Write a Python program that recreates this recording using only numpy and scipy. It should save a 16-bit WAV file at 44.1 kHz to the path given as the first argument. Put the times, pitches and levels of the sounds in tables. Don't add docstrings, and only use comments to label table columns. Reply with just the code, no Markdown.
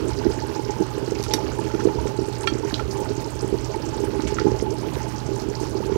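import sys
import numpy as np
from scipy import signal
from scipy.io import wavfile

SR = 44100
rng = np.random.default_rng(int(sys.argv[2]) if len(sys.argv) > 2 else 0)


def to_wav(sig):
    pcm = np.clip(np.atleast_2d(sig), -1, 1) * 32767
    pcm = np.round(pcm).astype(np.int16)
    wavfile.write(sys.argv[1], SR, pcm.T)


N = 263277


def from_db(db):
    return 10 ** (np.asarray(db) / 20)


def rms_one(x):
    return x / np.sqrt(np.mean(x ** 2) + 1e-20)


def in_time(rows):
    s, *columns = np.transpose(rows)
    return [np.interp(np.arange(N) / SR, s, c) for c in columns]


def drift(rate):
    r = np.exp(-40 * np.pi * rate / SR)
    noise = rng.standard_normal(N // 20 + 4002)
    slow = signal.lfilter([1], [1, -2 * r, r * r], noise)[4000:]
    return np.interp(np.arange(N) / 20, np.arange(len(slow)), rms_one(slow))


def resonance(x, hz, width_hz):
    r = np.exp(-np.pi * width_hz / SR)
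    top = np.array([1, 0, -1]) * (1 - r * r) / 2
    return signal.lfilter(top, [1, -2 * r * np.cos(2 * np.pi * hz / SR), r * r], x)


def band(x, low_hz, high_hz):
    sos = signal.butter(2, [low_hz, min(high_hz, .45 * SR)], "band", fs=SR, output="sos")
    return signal.sosfilt(sos, x)


def bubbles(s, db, hz, length_s, rise, size, order=2):
    peak_s = length_s[:, None] * np.sqrt(order) / 2.4
    t = np.arange(size) / SR
    u = t / peak_s
    turns = hz[:, None] * (t + rise * peak_s * (u - 1) ** 2 / 2) + rng.random((len(s), 1))
    swell = (u * np.exp(1 - u)) ** order
    waves = from_db(db)[:, None] * swell * np.sin(2 * np.pi * turns)
    at = np.round((s[:, None] - peak_s) * SR).astype(int) + np.arange(size)
    at = np.where((at < 0) | (at > N), N, at)
    return np.bincount(at.ravel(), waves.ravel(), N + 1)[:N]


def swarm(per_s, low_hz, high_hz, cycles, spread_db, clump_db, clump_rate, size, rise=0.092):
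    crowding = from_db(clump_db * np.clip(drift(clump_rate), -2, 1.6))
    s = np.flatnonzero(rng.random(N) < per_s * crowding / SR) / SR
    chance = rng.random((len(s), 2))
    hz = low_hz * (high_hz / low_hz) ** chance[:, 0]
    db = -spread_db * np.log(chance[:, 1] + 0.053)
    return rms_one(bubbles(s, db, hz, cycles / hz, rise, size))


def glugs(churn_db):
    # t/s, level/dB, f/Hz
    large_table = [(0.002, -23, 388), (0.0521, -19, 358), (0.078, -18.5, 328), (0.0927, -17.5, 356),
                   (0.214, -24, 360), (0.2569, -12.5, 347), (0.2675, -7.5, 330), (0.294, -19, 344),
                   (0.302, -22.5, 366), (0.3105, -22.0, 373), (0.379, -18.0, 323), (0.4395, -21.5, 410),
                   (0.5617, -21.5, 375), (0.596, -20, 386), (0.6898, -21, 376), (0.698, -20.5, 380),
                   (0.8035, -18, 326), (0.8106, -12, 356), (0.8231, -17.5, 360), (0.9795, -20.5, 376),
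                   (1.0294, -20.5, 342), (1.0788, -20.5, 379), (1.0876, -21.5, 340), (1.1223, -16.5, 396),
                   (1.2008, -20.5, 386), (1.3362, -20.5, 430), (1.3495, -19, 370), (1.3697, -23, 358),
                   (1.4761, -25.5, 332), (1.5928, -16.5, 334), (1.7424, -16, 326), (1.7516, -15, 370),
                   (1.802, -20, 343), (1.826, -23, 357), (1.8377, -22.0, 364), (1.855, -7.5, 360),
                   (1.874, -9.5, 412), (1.9006, -24, 350), (1.9476, -24, 366), (1.9584, -19, 380),
                   (1.9734, -20, 390), (1.9839, -25, 370), (2.0572, -17, 402), (2.0688, -22.5, 385),
                   (2.191, -12.5, 353), (2.2107, -26, 331), (2.2198, -24, 350), (2.285, -20.0, 385),
                   (2.4766, -27, 363), (2.5256, -17.0, 316), (2.556, -20.5, 354), (2.6099, -21, 400),
                   (2.6518, -19.5, 365), (2.7319, -20, 317), (2.7406, -23, 365), (3.019, -20, 380),
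                   (3.0279, -25, 367), (3.1118, -19, 360), (3.1817, -19, 348), (3.4307, -19.5, 376),
                   (3.4464, -16.5, 348), (3.5286, -13, 360), (3.5447, -16.0, 363), (3.5542, -20.5, 377),
                   (3.7641, -20.5, 360), (3.9698, -24, 380), (3.993, -23.5, 342), (4.0403, -19.5, 388),
                   (4.0863, -25.5, 347), (4.134, -23, 393), (4.1955, -19.0, 306), (4.2381, -20, 340),
                   (4.2577, -22.0, 292), (4.3254, -19.5, 392), (4.4045, -20.5, 403), (4.4178, -16, 365),
                   (4.449, -20.0, 379), (4.4561, -12, 380), (4.47, -8, 328), (4.4848, -16.5, 382),
                   (4.506, -24, 354), (4.5194, -16, 410), (4.5404, -28, 372), (4.6264, -13.0, 385),
                   (4.6403, -19, 377), (4.6699, -26, 350), (4.682, -26, 363), (4.785, -26, 391),
                   (4.8786, -20, 375), (4.9701, -20.5, 406), (5.2918, -22, 342), (5.4657, -21, 338),
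                   (5.4756, -28, 380), (5.4882, -17.5, 339), (5.5131, -22.0, 382), (5.614, -20.0, 342),
                   (5.6342, -20, 382), (5.7546, -19.5, 340), (5.8048, -22, 382), (5.8498, -23, 373),
                   (5.862, -25, 350), (5.8976, -17, 397), (5.9223, -16, 356), (5.934, -33, 360),
                   (5.9618, -13, 382)]
    # f/Hz, width/Hz, level/dB
    pot_tones = [(323.2, 20, -3), (400.3, 20.7, 5), (434, 29, -10), (635, 27, -6.5)]
    cycles = 1.942

    def ringing(x):
        return sum(from_db(g) * resonance(x, f, w) for f, w, g in pot_tones)

    s, db, hz = np.transpose(large_table)
    length_s = cycles / hz
    large = bubbles(s, db, hz, length_s, 0.16, size=2600, order=5)
    large += bubbles(s, db - 23, 1.723 * hz, length_s, 0.055, size=2600, order=5)
    large += bubbles(s, db - 13.5, 0.543 * hz, length_s, 0.044, size=2600, order=5)
    churn = swarm(170, 206.0, 551, 1.673, spread_db=2.0, clump_db=3, clump_rate=9, size=1500)
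    ringing_churn = rms_one(churn + 2.73 * ringing(churn))
    return large + 0.15 * ringing(large) + from_db(churn_db) * ringing_churn


def simmer():
    # f/Hz, level per Hz/dB
    balance = [(82, -32), (140, -15), (215, -7.5), (406, 2.5), (556, -26), (718, -13), (874, -25),
               (1040, -7), (2040, -31.5), (2790, -20), (3750, -29.5), (5570, -28), (9000, -40),
               (15500, -44.5)]
    simmer_db = -40.5
    hz, db = np.transpose(balance)
    out, together = 0, drift(1.4)
    edges = 140 * 2 ** np.arange(0, 7.1, .5)
    white = rng.standard_normal((2, N))
    for k, (low, high) in enumerate(zip(edges, edges[1:])):
        level = np.interp(np.log(low * high) / 2, np.log(hz), db)
        flicker_db = 0.81 * together + 0.9 * drift(8.1)
        out = out + from_db(level + flicker_db) * band(white[k % 2], low, high)
    return from_db(simmer_db) * rms_one(out)


def stove(swing_db):
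    # t/s, level/dB
    heave_table = [(0.121, -27), (0.185, -34), (0.289, -27), (1.92, -38), (1.992, -25.5), (2.029, -31),
                   (2.338, -48), (2.849, -28), (3.367, -33.5), (3.527, -31), (4.265, -28), (4.52, -30),
                   (4.609, -30), (4.966, -29), (5.935, -36)]
    hum_hz, hum_db = 120, -35.5
    rumble_db, rumble_follows = -40.5, 0.78
    heave_hz, heave_s = 70.7, 0.0389
    hum = from_db(hum_db + 1.5 * drift(7.9)) * np.sin(2 * np.pi * hum_hz * np.arange(N) / SR)
    white = rng.standard_normal((2, N))
    low_noise = rms_one(band(band(white[0], 49.0, 89.3), 7.6, 130))
    rumble = from_db(rumble_db + rumble_follows * swing_db) * low_noise
    steady = from_db(-39.5) * rms_one(band(white[1], 95.3, 148.7))
    s, db = np.transpose(heave_table)
    heaves = bubbles(s, db, np.full(len(s), heave_hz), np.full(len(s), heave_s), .0, size=6000)
    return hum + rumble + heaves + steady


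def fizz(fizz_db, patter_db):
    # f/Hz, level against one another/dB
    sizes = [(4400, -10), (5600, -10), (7200, -20.5)]
    crackle_db = -63.5
    spray = 0
    for hz, db in sizes:
        one_size = swarm(700, hz / 1.127, hz * 1.175, 4.0, spread_db=4.0, clump_db=4.0, clump_rate=14, size=160)
        spray = spray + from_db(db) * one_size
    crackle = swarm(2600, 8400, 15000, 5.5, spread_db=5.5, clump_db=6, clump_rate=19, size=110)
    patter = swarm(500, 928, 3290, 3.5, spread_db=-0.5, clump_db=3, clump_rate=20, size=400)
    return from_db(fizz_db) * spray + from_db(crackle_db) * crackle + from_db(patter_db) * patter


def blips():
    blips_db = -50
    chirps = swarm(90, 512, 1115, 5.04, spread_db=2.0, clump_db=3.0, clump_rate=10, size=1200, rise=0.14)
    return from_db(blips_db) * chirps


def pot_air(level_db):
    # t/s, level/dB, f/Hz
    flare_table = [(0.0331, -37, 863), (0.1162, -30, 877), (0.2171, -28, 890), (0.2646, -30, 850),
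                   (0.3072, -32.0, 856), (0.4248, -29, 870), (0.4406, -31, 886), (0.5667, -28, 860),
                   (0.5968, -27.5, 880), (0.6986, -26.5, 853), (0.768, -32.0, 897), (0.8233, -26.5, 863),
                   (0.8642, -37, 866), (1.2174, -32.5, 855), (1.2657, -34, 887), (1.2877, -34, 840),
                   (1.3146, -26.5, 863), (1.3403, -24.0, 870), (1.3882, -28.5, 860), (1.5927, -24.5, 891),
                   (1.7137, -30, 880), (1.795, -31.5, 870), (1.8916, -27, 893), (1.9903, -24, 912),
                   (2.048, -34, 914), (2.1123, -32.5, 861), (2.1619, -34.5, 864), (2.2468, -36, 885),
                   (2.4441, -26, 894), (2.4763, -34.0, 866), (2.6375, -28.5, 910), (2.6845, -32.5, 900),
                   (2.7986, -35, 909), (2.9317, -35, 881), (2.9583, -31, 847), (3.0054, -33, 860),
                   (3.0284, -32.0, 920), (3.262, -31, 900), (3.3205, -37, 920), (3.4359, -31.5, 844),
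                   (3.546, -33, 908), (3.748, -24, 885), (3.941, -32, 850), (4.0399, -28.5, 863),
                   (4.1541, -31.0, 860), (4.2004, -35, 865), (4.4167, -36, 863), (4.4702, -23, 847),
                   (4.5088, -35, 884), (4.6715, -33, 870), (4.7572, -33, 857), (4.8322, -36, 913),
                   (5.0076, -32, 855), (5.0712, -29.5, 884), (5.3902, -39, 860), (5.6006, -32.0, 884),
                   (5.6343, -33, 873), (5.83, -32, 892), (5.9094, -32.5, 894), (5.9526, -35, 854)]
    air_hz, width_hz, flare_s = 866.6, 37, 0.0111
    wander, wander_rate = 0.0098, 9.4
    s, db, hz = np.transpose(flare_table)
    flares = bubbles(s, db, hz, np.full(len(s), flare_s), .0, size=2400, order=2)
    pushes = swarm(300, 753, 1060, 2.62, spread_db=3.5, clump_db=3.0, clump_rate=12, size=500)
    pitch_hz = air_hz * (1 + wander * drift(wander_rate))
    spin = np.exp(2j * np.pi * np.cumsum(pitch_hz) / SR)
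    r = np.exp(-np.pi * width_hz / SR)
    hum = np.real(spin * signal.lfilter([1 - r], [1, -r], pushes / spin))
    return flares + from_db(level_db) * rms_one(hum)


def pops():
    # t/s, level/dB, f/Hz
    clear_table = [(0.086, -29, 7350), (0.135, -33, 4800), (0.19, -29, 5100), (0.241, -34, 1500),
                   (0.249, -31, 4940), (0.267, -39, 1840), (0.3916, -34.5, 1630), (0.317, -32, 4500),
                   (0.404, -30.5, 5440), (0.552, -30.5, 5400), (0.652, -29, 5400), (0.71, -29, 5700),
                   (0.825, -31.5, 5800), (1.11, -28, 5800), (1.153, -30, 5240), (1.1555, -34, 2390),
                   (1.284, -28.5, 5700), (1.323, -43, 4540), (1.5196, -38, 1460), (1.5895, -38, 1590),
                   (1.848, -31.5, 5850), (2.08, -29, 6040), (2.357, -32, 4840), (2.411, -29.5, 7200),
                   (2.423, -32, 8400), (2.434, -32, 4130), (2.442, -34, 2560), (2.539, -30, 5600),
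                   (2.587, -31, 6240), (2.65, -32, 6330), (2.6787, -38, 1560), (2.701, -32, 4400),
                   (2.7113, -36, 1575), (2.7437, -20, 3840), (2.747, -41, 4670), (2.914, -28, 4840),
                   (3.005, -33, 8150), (3.062, -36.5, 1430), (3.1, -36, 6240), (3.169, -30, 6130),
                   (3.247, -32, 5400), (3.395, -27.5, 5330), (3.479, -33, 7400), (3.647, -28, 5700),
                   (3.7428, -36.5, 2040), (3.891, -31, 5750), (4.045, -34, 7800), (4.0748, -37, 1450),
                   (4.2, -38.5, 1460), (4.222, -32, 5750), (4.346, -26, 6380), (4.592, -28.5, 5800),
                   (4.613, -28.5, 5360), (4.708, -29, 5830), (4.802, -35, 5100), (4.863, -37, 3300),
                   (5.02, -33.5, 5940), (5.032, -33, 5960), (5.162, -31, 5600), (5.183, -31.5, 5570),
                   (5.265, -29, 6200), (5.362, -30.5, 6550), (5.399, -33, 5140), (5.539, -37.5, 1770),
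                   (5.554, -26.5, 5200), (5.773, -32.5, 5100)]
    usual_db = -27.5
    lesser_count, lesser_db, lesser_spread_db = 260, -38, 5.5
    low_hz, high_hz = 4065, 9230
    when, strength, pitch = rng.random((lesser_count, 3)).T
    random_db = lesser_db + lesser_spread_db * (2 * strength - 1)
    lesser = [when * N / SR, random_db, low_hz * (high_hz / low_hz) ** pitch]
    s, db, hz = np.hstack([np.transpose(clear_table), lesser])
    cycles = 3.5 + 0.22 * np.maximum(db - usual_db, 0)
    first = bubbles(s, db, hz, cycles / hz, 0.025, size=400)

    chance = rng.random((len(s), 3, 8))
    near_s = s[:, None] - 0.004 - 0.0066 * np.log(chance[:, 0] + 0.019)
    near_hz = (hz[:, None] * 1.6 ** (chance[:, 1] - .5)).ravel()
    weaker_db = np.minimum(db, usual_db)[:, None] - 6.0 - 6 * chance[:, 2]
    return first + bubbles(near_s.ravel(), weaker_db.ravel(), near_hz, 4.8 / near_hz, 0.16, size=300)


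def strike(blows, modes, crack_db, crack_t60, low_hz, high_hz):
    out, t = np.zeros(N), np.arange(SR // 5) / SR
    for s, db, hardness, free in blows:
        contact = 1 - np.exp(-t / (.0002 * from_db(-1.4 * hardness)))
        crack = rms_one(band(rng.standard_normal(len(t)), low_hz, high_hz))
        tap = from_db(crack_db + .4 * hardness - 60 * t / (free * crack_t60)) * crack
        for hz, mode_db, t60 in modes:
            strength = mode_db + hardness * np.log2(hz / modes[0][0]) + rng.normal()
            tap += from_db(strength - 60 * t / (free * t60)) * np.sin(2 * np.pi * hz * t)
        i = round(s * SR)
        out[i:i + len(t)] += from_db(db) * contact * tap
    return out


def spoon():
    # t/s, level/dB, hardness/dB per octave, share of free ring time
    clinks = [(1.2222, -43, 3, 0.3), (1.2277, -32, 4.5, .25), (1.2383, -30, -1, 0.53),
              (1.2455, -42, -3, .5), (1.2826, -36, -4, .5), (1.3075, -43, -6, .4), (1.3371, -17, 3, .4),
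              (1.3387, -20.5, 2, 0.46), (1.343, -25.5, 4, 0.56), (1.347, -33, -11, .8)]
    taps = [(1.263, -29, -12, 0.53), (1.7, -29.5, -11, .45), (1.745, -28, -11, .48),
            (1.804, -28, -11, 0.71), (1.886, -34, -4, .48), (2.071, -31, -3.5, .5), (2.4732, -20, 3, 1.24),
            (2.486, -36, -11, .6), (2.7952, -23, -12, 0.73), (4.3849, -14, -11, 0.31),
            (4.411, -32, -8, 0.26), (5.004, -27, -16, 0.34)]
    # f/Hz, level against the blow/dB, time to fall by 60 dB/s
    spoon_modes = [(2430, -6.5, 0.018), (2940, -8, 0.031), (3810, -4.5, 0.033), (4716, -2, 0.033),
                   (5580, 1.5, 0.02), (5920, -4, 0.029), (7340, -15, 0.03), (8630, -21, 0.028),
                   (10260, -15, .03), (11500, -15, .03), (12660, -20, .02)]
    dish_modes = [(1356, 0.5, 0.069), (1730, -8, 0.022), (1800, -5.5, 0.046), (2360, 2.5, 0.021),
                  (2700, 1, 0.0068), (3245, -3, 0.049), (3550, -19, 0.018), (4440, -15, 0.065),
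                  (5680, -17.5, 0.047)]
    spoon_crack_db, dish_crack_db = -10, -6
    on_spoon = strike(clinks, spoon_modes, spoon_crack_db, 0.04, 1200, 11000)
    return on_spoon + strike(taps, dish_modes, dish_crack_db, 0.035, 810, 3900)


def splashes():
    # t/s, starting rms level/dB, centre f/Hz, width/octaves, time to fall by 60 dB/s
    splash_table = [(1.237, -31.5, 5000, 2, 0.045), (1.243, -41, 3950, 1.7, 0.25),
                    (1.308, -36, 3580, 1.4, 0.18), (1.31, -31, 2100, 0.64, .02),
                    (1.338, -25, 1300, 1.6, 0.026), (1.34, -39, 4800, 1.9, 0.11),
                    (2.7422, -24, 3770, 0.74, 0.011), (2.744, -41, 4400, 1.1, 0.24),
                    (4.2712, -31, 2500, 0.38, 0.017), (4.27, -37, 1890, 1.6, 0.19),
                    (4.272, -37, 5900, 0.96, 0.11), (4.367, -35, 1330, 1.8, .05),
                    (4.385, -29.5, 1700, 0.61, .065), (4.398, -30.5, 4740, 0.61, 0.028),
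                    (4.409, -32, 1580, 0.81, 0.042), (4.416, -42, 1740, 1, 0.033),
                    (4.597, -34, 2080, 1, 0.035), (4.885, -33.5, 2220, 0.85, 0.034),
                    (4.9, -38, 4030, 0.54, 0.018), (4.953, -29, 2140, 1.9, 0.018)]
    drops_per_s = 2900
    out, t = np.zeros(N), np.arange(SR // 4) / SR
    for s, db, hz, octaves, t60 in splash_table:
        low_hz, high_hz = hz / 2 ** (octaves / 2), hz * 2 ** (octaves / 2)
        grains = 0.12 + (rng.random(len(t)) < drops_per_s / SR)
        drops = rng.standard_normal(len(t)) * grains
        burst = band(band(drops, low_hz, high_hz), low_hz / 1.9, high_hz * 1.37)
        i = round(s * SR)
        out[i:i + len(t)] += from_db(db - 60 * t / t60) * rms_one(burst)
    return out


def kitchen(x):
    t60_s = 0.14
    t = np.arange(SR // 3) / SR
    tail = from_db(-60 * t / t60_s) * rng.standard_normal(len(t)) * (t > .004)
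    return signal.fftconvolve(x, tail / np.sqrt(np.sum(tail ** 2)))[:N]


def scene():
    # t/s, level/dB
    boil = [(0.0, -27.5), (0.11, -33), (0.56, -35), (0.78, -36.5), (0.9, -37), (1.58, -33), (1.96, -32),
            (2.21, -36.5), (3.03, -33.5), (3.41, -36), (4.31, -31), (4.79, -33.5), (5.05, -35), (5.4, -34),
            (5.64, -34.5), (5.97, -31)]
    # t/s, fizz level/dB, patter level/dB
    surface = [(0.0, -43.5, -47.5), (0.86, -47.5, -50.5), (1.76, -45, -48.5), (2.24, -45, -51),
               (2.53, -45, -45), (3.06, -48, -53.5), (4.47, -43.5, -47.5), (4.62, -52, -51.5),
               (5.65, -44.5, -52), (5.97, -45.5, -48.5)]
    air_mean_db, air_follows, air_waver_db = -44, 0.2, 0.5
    simmer_follows, surge_db, kitchen_db = 0.085, 2.28, -10.5
    churn_db, = in_time(boil)
    swing_db = churn_db - churn_db.mean()
    air_db = air_mean_db + air_follows * swing_db + air_waver_db * drift(11.0)
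    surges = from_db(surge_db * np.clip(drift(5.8), -2, 2))
    small = surges * (blips() + fizz(*in_time(surface)))
    near = glugs(churn_db) + pot_air(air_db) + small + pops() + splashes() + spoon()
    steady = from_db(simmer_follows * swing_db) * simmer() + stove(swing_db)
    mic = near + from_db(kitchen_db) * kitchen(near) + steady
    return np.array([np.zeros(N), mic])


def record(dry):
    gain_db, ceiling, cutoff_hz = 6, .97, 15850
    whine_hz, whine_db, hiss_db = 400, -92, -73.5
    t = np.arange(N) / SR
    whine = sum(np.sin(2 * np.pi * k * whine_hz * t) / np.sqrt(k) for k in range(2, 9))
    white = rng.standard_normal((2, N))
    no_bass = signal.butter(2, 45, "high", fs=SR, output="sos")
    hiss = signal.sosfilt(no_bass, white + .8 * band(white, 40, 200))
    loud = from_db(gain_db) * dry
    rounded = loud / (1 + (loud / ceiling) ** 6) ** (1 / 6)
    wired = rounded + from_db(hiss_db) * hiss + from_db(whine_db) * whine
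    return signal.sosfilt(signal.ellip(12, .3, 70, cutoff_hz, fs=SR, output="sos"), wired)


dry = scene()
out = record(dry)
to_wav(out)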